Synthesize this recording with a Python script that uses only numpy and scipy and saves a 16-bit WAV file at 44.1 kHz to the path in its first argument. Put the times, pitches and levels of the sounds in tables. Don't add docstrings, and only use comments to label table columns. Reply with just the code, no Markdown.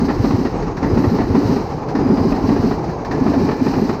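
import sys
import numpy as np
from scipy import signal
from scipy.fft import rfft, irfft
from scipy.io import wavfile

SR = 44100
rng = np.random.default_rng(int(sys.argv[2]) if len(sys.argv) > 2 else 0)


def unload_audio(sound):
    columns = np.transpose(np.atleast_2d(sound))
    steps = np.round(np.clip(columns, -1, 1) * 32767)
    wavfile.write(sys.argv[1], SR, steps.astype(np.int16))


N = 176400
TIME = np.arange(N) / SR
MID_S, SLOWING_PER_S = 2, .025
STEEL_RISE_S = .003

# pass_s, body_db, thump_db, first_clack_db, second_clack_db, hiss_db
AXLES = [(-.017, 1.5, -7, 4, 2, 1), (.2058, -1, 3, 2, 1.5, 3), (0.3492, -1, 1, 1, 3, 0),
         (.938, 3.5, 3.5, 0.5, 1.5, 0.5), (1.082, 0, 1.5, 0, 1.5, -1), (1.3125, 2, 2, -0.5, -3.5, -0.5),
         (1.4593, 1.5, 0.5, 3, 0, 4.5), (2.0655, 3.5, -8, -4, 0, -5.5), (2.2154, 2, -1.5, -6, 1, 1.5),
         (2.4529, 0, -1, -4, 0.5, 0), (2.6029, 1, 0, 0.5, 1, 1.5), (3.226, -1, -8.5, -0.5, 1.5, -0.5),
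         (3.3795, 1, -7, 1.5, 3.5, 1.5), (3.6258, -3.5, -8.5, 0.5, 0.5, 2.5), (3.7816, 1, -4, 1, 4.5, 1)]
# delay_s, level_db, pitch_hz, ring_s
DENTS = [(-.1103, -14, 275, .007), (-.0915, -16, 215, .007), (-.0734, -15, 280, .016),
         (-.0348, -14, 360, .004), (-.0115, -16, 262, .006), (.0385, -8, 222, .008),
         (.0435, -13.5, 385, .008), (.0563, -11.5, 180, .008), (.0684, -10.5, 272, .014),
         (.1106, -11.5, 235, .008), (.1135, -17, 400, .008), (.1245, -17, 285, .010)]


def knocks():
    out = np.zeros(N)
    for pass_s, body_db, thump_db, *_ in AXLES:
        near = abs(TIME - pass_s) < .25
        t = TIME[near] - pass_s
        thump = np.sin(2 * np.pi * (103.8 + 450 * t / 2) * t)
        out[near] += amp(-9.5 + thump_db) * strike(t, rise_s=.0093, ring_s=.0066) * thump
        skip = np.sin(2 * np.pi * 261.3 * t)
        out[near] += amp(-15.5 - .93 * thump_db) * strike(t, rise_s=.013, ring_s=.0084) * skip
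        for delay_s, level_db, pitch_hz, ring_s in DENTS:
            force, detune = rng.standard_normal(2)
            age = t - delay_s * stretch(pass_s)
            tone = np.sin(2 * np.pi * pitch_hz * (1 + .025 * detune) * age)
            gain = amp(level_db + body_db + 1.2 * force)
            out[near] += gain * strike(age, rise_s=.005, ring_s=ring_s) * tone
    return out


JOINTS = [-.1085, .1085]
# freq_hz, level_db
CLACK_EQ = [(100, -12), (250, 2.5), (420, 2), (600, 0), (900, 1.5), (1400, -8), (1900, -19.5), (2500, -18),
            (3300, -29.5), (4500, -24.5), (6500, -39.5), (10000, -60), (16000, -62.5)]
# pitch_hz, width_hz, level_db
CLACK_MODES = [(860, 160, 6.5), (1156, 200, -2), (1834, 280, -1), (1905, 300, -3.5), (2485, 47, -9)]


def clacks():
    burst_power, ring_power = 0, 0
    for pass_s, _, _, first_db, second_db, _ in AXLES:
        for delay_s, level_db in zip(JOINTS, (first_db, second_db)):
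            age = TIME - (pass_s + delay_s * stretch(pass_s))
            burst_power += (amp(level_db) * strike(age, STEEL_RISE_S, ring_s=.019)) ** 2
            ring_power += (amp(level_db) * strike(age, STEEL_RISE_S, ring_s=.02)) ** 2
    burst = amp(-21) * np.sqrt(burst_power) * noise(CLACK_EQ) * flutter(rate_hz=83, depth_db=1)
    ring = amp(-35) * np.sqrt(ring_power) * ringing(CLACK_MODES)
    return burst + ring


# freq_hz, level_db
RAIL_EQ = [(40, -15.5), (90, -6), (180, -3.5), (280, -5), (450, -4.5), (560, -23), (850, -14),
           (1500, -31.5), (4000, -78)]
ROAR_EQ = [(20, -25), (50, -12.5), (120, -9.5), (180, 0), (270, -1.5), (330, -2.5), (450, -6), (580, -12.5),
           (850, -22), (1500, -26.5), (1900, -28), (3000, -44.5), (8000, -60)]
HISS_EQ = [(800, 2.5), (1900, 5), (2500, -2), (3000, -1.5), (3450, -11), (4050, 4.5), (5100, 3),
           (6200, -3.5), (7300, -20.5), (8600, -23), (10200, -44.5), (11100, -49), (12300, -33),
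           (15500, -44)]
FIZZ_EQ = [(4000, -7), (6000, 0.5), (7300, 0), (8600, -3.5), (10200, -15), (11100, -27), (11600, -10),
           (12100, 2), (13300, -3.5), (14300, -4), (15600, -6.5)]
# delay_s, level_db
HISS_SWELL = [(-.6, -37), (-.3, -14), (-.135, -44), (-.1, -5), (-.06, -6.5), (-.005, -3), (.02, 0),
              (.08, 0), (.125, -3), (.2, -9.5), (.3, -10), (.45, -29), (.7, -28)]


def rolling(peak_s=.02, reach_s=.16):
    roughness = noise(RAIL_EQ)
    rail, roar_power, hiss_power = 0, 0, 0
    for pass_s, body_db, *_, hiss_db in AXLES:
        t = (TIME - pass_s) / stretch(pass_s)
        swell = amp(body_db) / (1 + ((t - peak_s) / reach_s) ** 2) ** 1.5
        rail += swell * np.interp(t + MID_S, TIME, roughness)
        roar_power += swell ** 2
        hiss_power += (amp(hiss_db) * fader(t, HISS_SWELL)) ** 2
    hiss_gain = np.sqrt(hiss_power)
    hiss = amp(-41) * hiss_gain * noise(HISS_EQ)
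    fizz = amp(-57) * hiss_gain ** 1.1 * noise(FIZZ_EQ)
    roar = amp(-26.5) * np.sqrt(roar_power) * noise(ROAR_EQ)
    return amp(-27) * rail + roar + (hiss + fizz) * flutter(rate_hz=31, depth_db=1.04)


# hit_s, level_db
BUMPS = [(.637, -20), (.782, -15), (1.752, -18), (2.898, -16.5), (3.046, -28)]


def bumps(pitch_hz=155):
    out = np.zeros(N)
    for hit_s, level_db in BUMPS:
        age = TIME - hit_s
        tone = np.sin(2 * np.pi * pitch_hz * age)
        out += amp(level_db) * strike(age, rise_s=.0067, ring_s=.014) * tone
    return out


# hit_s, level_db
CLANKS = [(.09, -33.5), (.833, -32.5), (1.041, -35), (1.187, -31.5), (1.957, -36), (3.116, -32.5),
          (3.512, -37)]
# pitch_hz, width_hz, level_db
CLANK_MODES = [(1742, 190, 2.5), (1905, 150, -4.5), (2030, 310, -4.5)]
RATTLE_MODES = [(1120, 160, 0), (1740, 220, -0.5), (2370, 270, -4.5)]


def loose_steel():
    clanks = ringing(CLANK_MODES) * steel_hits(CLANKS, ring_s=.042)
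    rattle = amp(-42.5) * arch(start_s=3.06, length_s=.99) * ringing(RATTLE_MODES)
    return clanks + rattle


# hit_s, level_db
TICKS = [(.625, -37), (.771, -33), (.831, -37), (1.71, -41), (1.888, -34.5), (1.954, -33), (2.896, -38),
         (3.05, -33), (3.114, -31.5)]
# freq_hz, level_db
TICK_EQ = [(300, -8), (900, 9.5), (1800, 12), (3300, -8.5), (4300, 3), (5800, 0.5), (7500, -19.5),
           (9500, -28.5), (11000, -55), (12300, -21), (16000, -27)]


def ticks():
    return noise(TICK_EQ) * steel_hits(TICKS, ring_s=.027)


# start_s, length_s, pitch_hz, width_hz, level_db
SQUEAKS = [(0.566, 0.074, 6514, 130, -55.5), (.54, 0.052, 7700, 160, -62), (0.543, .06, 8700, 130, -72),
           (0.683, .12, 6530, 120, -63), (0.853, 0.058, 12650, 400, -64), (0.855, .11, 4950, 200, -52),
           (.97, 0.18, 12600, 400, -60), (1.116, 0.054, 12030, 250, -56), (1.9, 0.5, 4950, 260, -49),
           (2.758, 0.47, 6430, 95.8, -62), (3.767, .06, 12250, 450, -56), (3.85, 0.18, 4730, 170, -58)]


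def squeaks():
    return sum(amp(level_db) * ringing([(pitch_hz, width_hz, 0)]) * arch(start_s, length_s)
               for start_s, length_s, pitch_hz, width_hz, level_db in SQUEAKS)


# freq_hz, level_db
RUMBLE_EQ = [(20, -23), (50, -10.5), (90, -2.5), (150, 1.5), (220, -4), (430, -1.5), (600, -13),
             (830, -8.5), (1150, -16), (1500, -25.5), (1850, -27.5), (2600, -32.5), (3350, -43.5),
             (4100, -39), (5200, -37.5), (6500, -41.5), (7500, -54), (11000, -82.5), (12300, -64),
             (16000, -83.5)]
GROUND_EQ = [(15, -25), (30, 3.5), (46, 12), (70, 7), (120, 5), (400, -60)]
# pitch_hz, width_hz, level_db
SING_MODES = [(420, 290, 3), (664, 440, -1), (810, 200, 2), (1032, 340, -2.5), (1660, 250, -19.5),
              (2362, 74, -18)]
# time_s, level_db
GROUND_FADER = [(0, -29), (1.4, -28), (1.8, -38), (2.3, -28.5), (3, -34.5), (4, -43)]
SING_FADER = [(0, -38.5), (.6, -39), (1.2, -46), (1.7, -34), (2.2, -27), (2.7, -34.5), (3.2, -27),
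              (3.6, -37), (4, -34)]


def rumble():
    wheels = amp(-23.5) * noise(RUMBLE_EQ) * flutter(rate_hz=22, depth_db=2.1)
    ground = fader(TIME, GROUND_FADER) * noise(GROUND_EQ)
    rails = fader(TIME, SING_FADER) * ringing(SING_MODES)
    return wheels + ground + rails


def stretch(pass_s):
    return 1 + SLOWING_PER_S * (pass_s - MID_S)


def amp(db):
    return 10 ** (np.asarray(db) / 20)


def fader(t, points):
    return amp(np.interp(t, *np.transpose(points)))


def strike(t, rise_s, ring_s):
    return np.exp(-(np.minimum(t, 0) / rise_s) ** 2 - np.maximum(t, 0) / ring_s)


def steel_hits(hits, ring_s):
    return sum(amp(level_db) * strike(TIME - hit_s, STEEL_RISE_S, ring_s) for hit_s, level_db in hits)


def arch(start_s, length_s):
    return np.sin(np.pi * np.clip((TIME - start_s) / length_s, 0, 1))


BINS_HZ = np.fft.rfftfreq(N, 1 / SR)


def shaped_noise(gain):
    x = irfft(rfft(rng.standard_normal(N)) * gain, N)
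    return x / np.sqrt(np.mean(x ** 2) + 1e-20)


def noise(eq):
    freq_hz, level_db = np.transpose(eq)
    return shaped_noise(amp(np.interp(np.log(BINS_HZ + 1), np.log(freq_hz), level_db)))


def ringing(modes):
    return shaped_noise(sum(amp(level_db) / (1 + (2 * (BINS_HZ - pitch_hz) / width_hz) ** 2) ** 2
                            for pitch_hz, width_hz, level_db in modes))


def flutter(rate_hz, depth_db):
    return amp(depth_db * shaped_noise(np.exp(-(BINS_HZ / rate_hz) ** 2)))


def scene():
    hits = knocks() + bumps() + clacks() + loose_steel() + ticks()
    return (hits + rolling() + rumble() + squeaks())[None]


def record(dry, ceiling=.76, cutoff_hz=15700):
    rounded = dry / (1 + (dry / ceiling) ** 4) ** (1 / 4)
    lowpass = signal.firwin(511, cutoff_hz, window=("kaiser", 9), fs=SR)
    return signal.oaconvolve(rounded, lowpass[None], "same")


dry = scene()
out = record(dry)
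unload_audio(out)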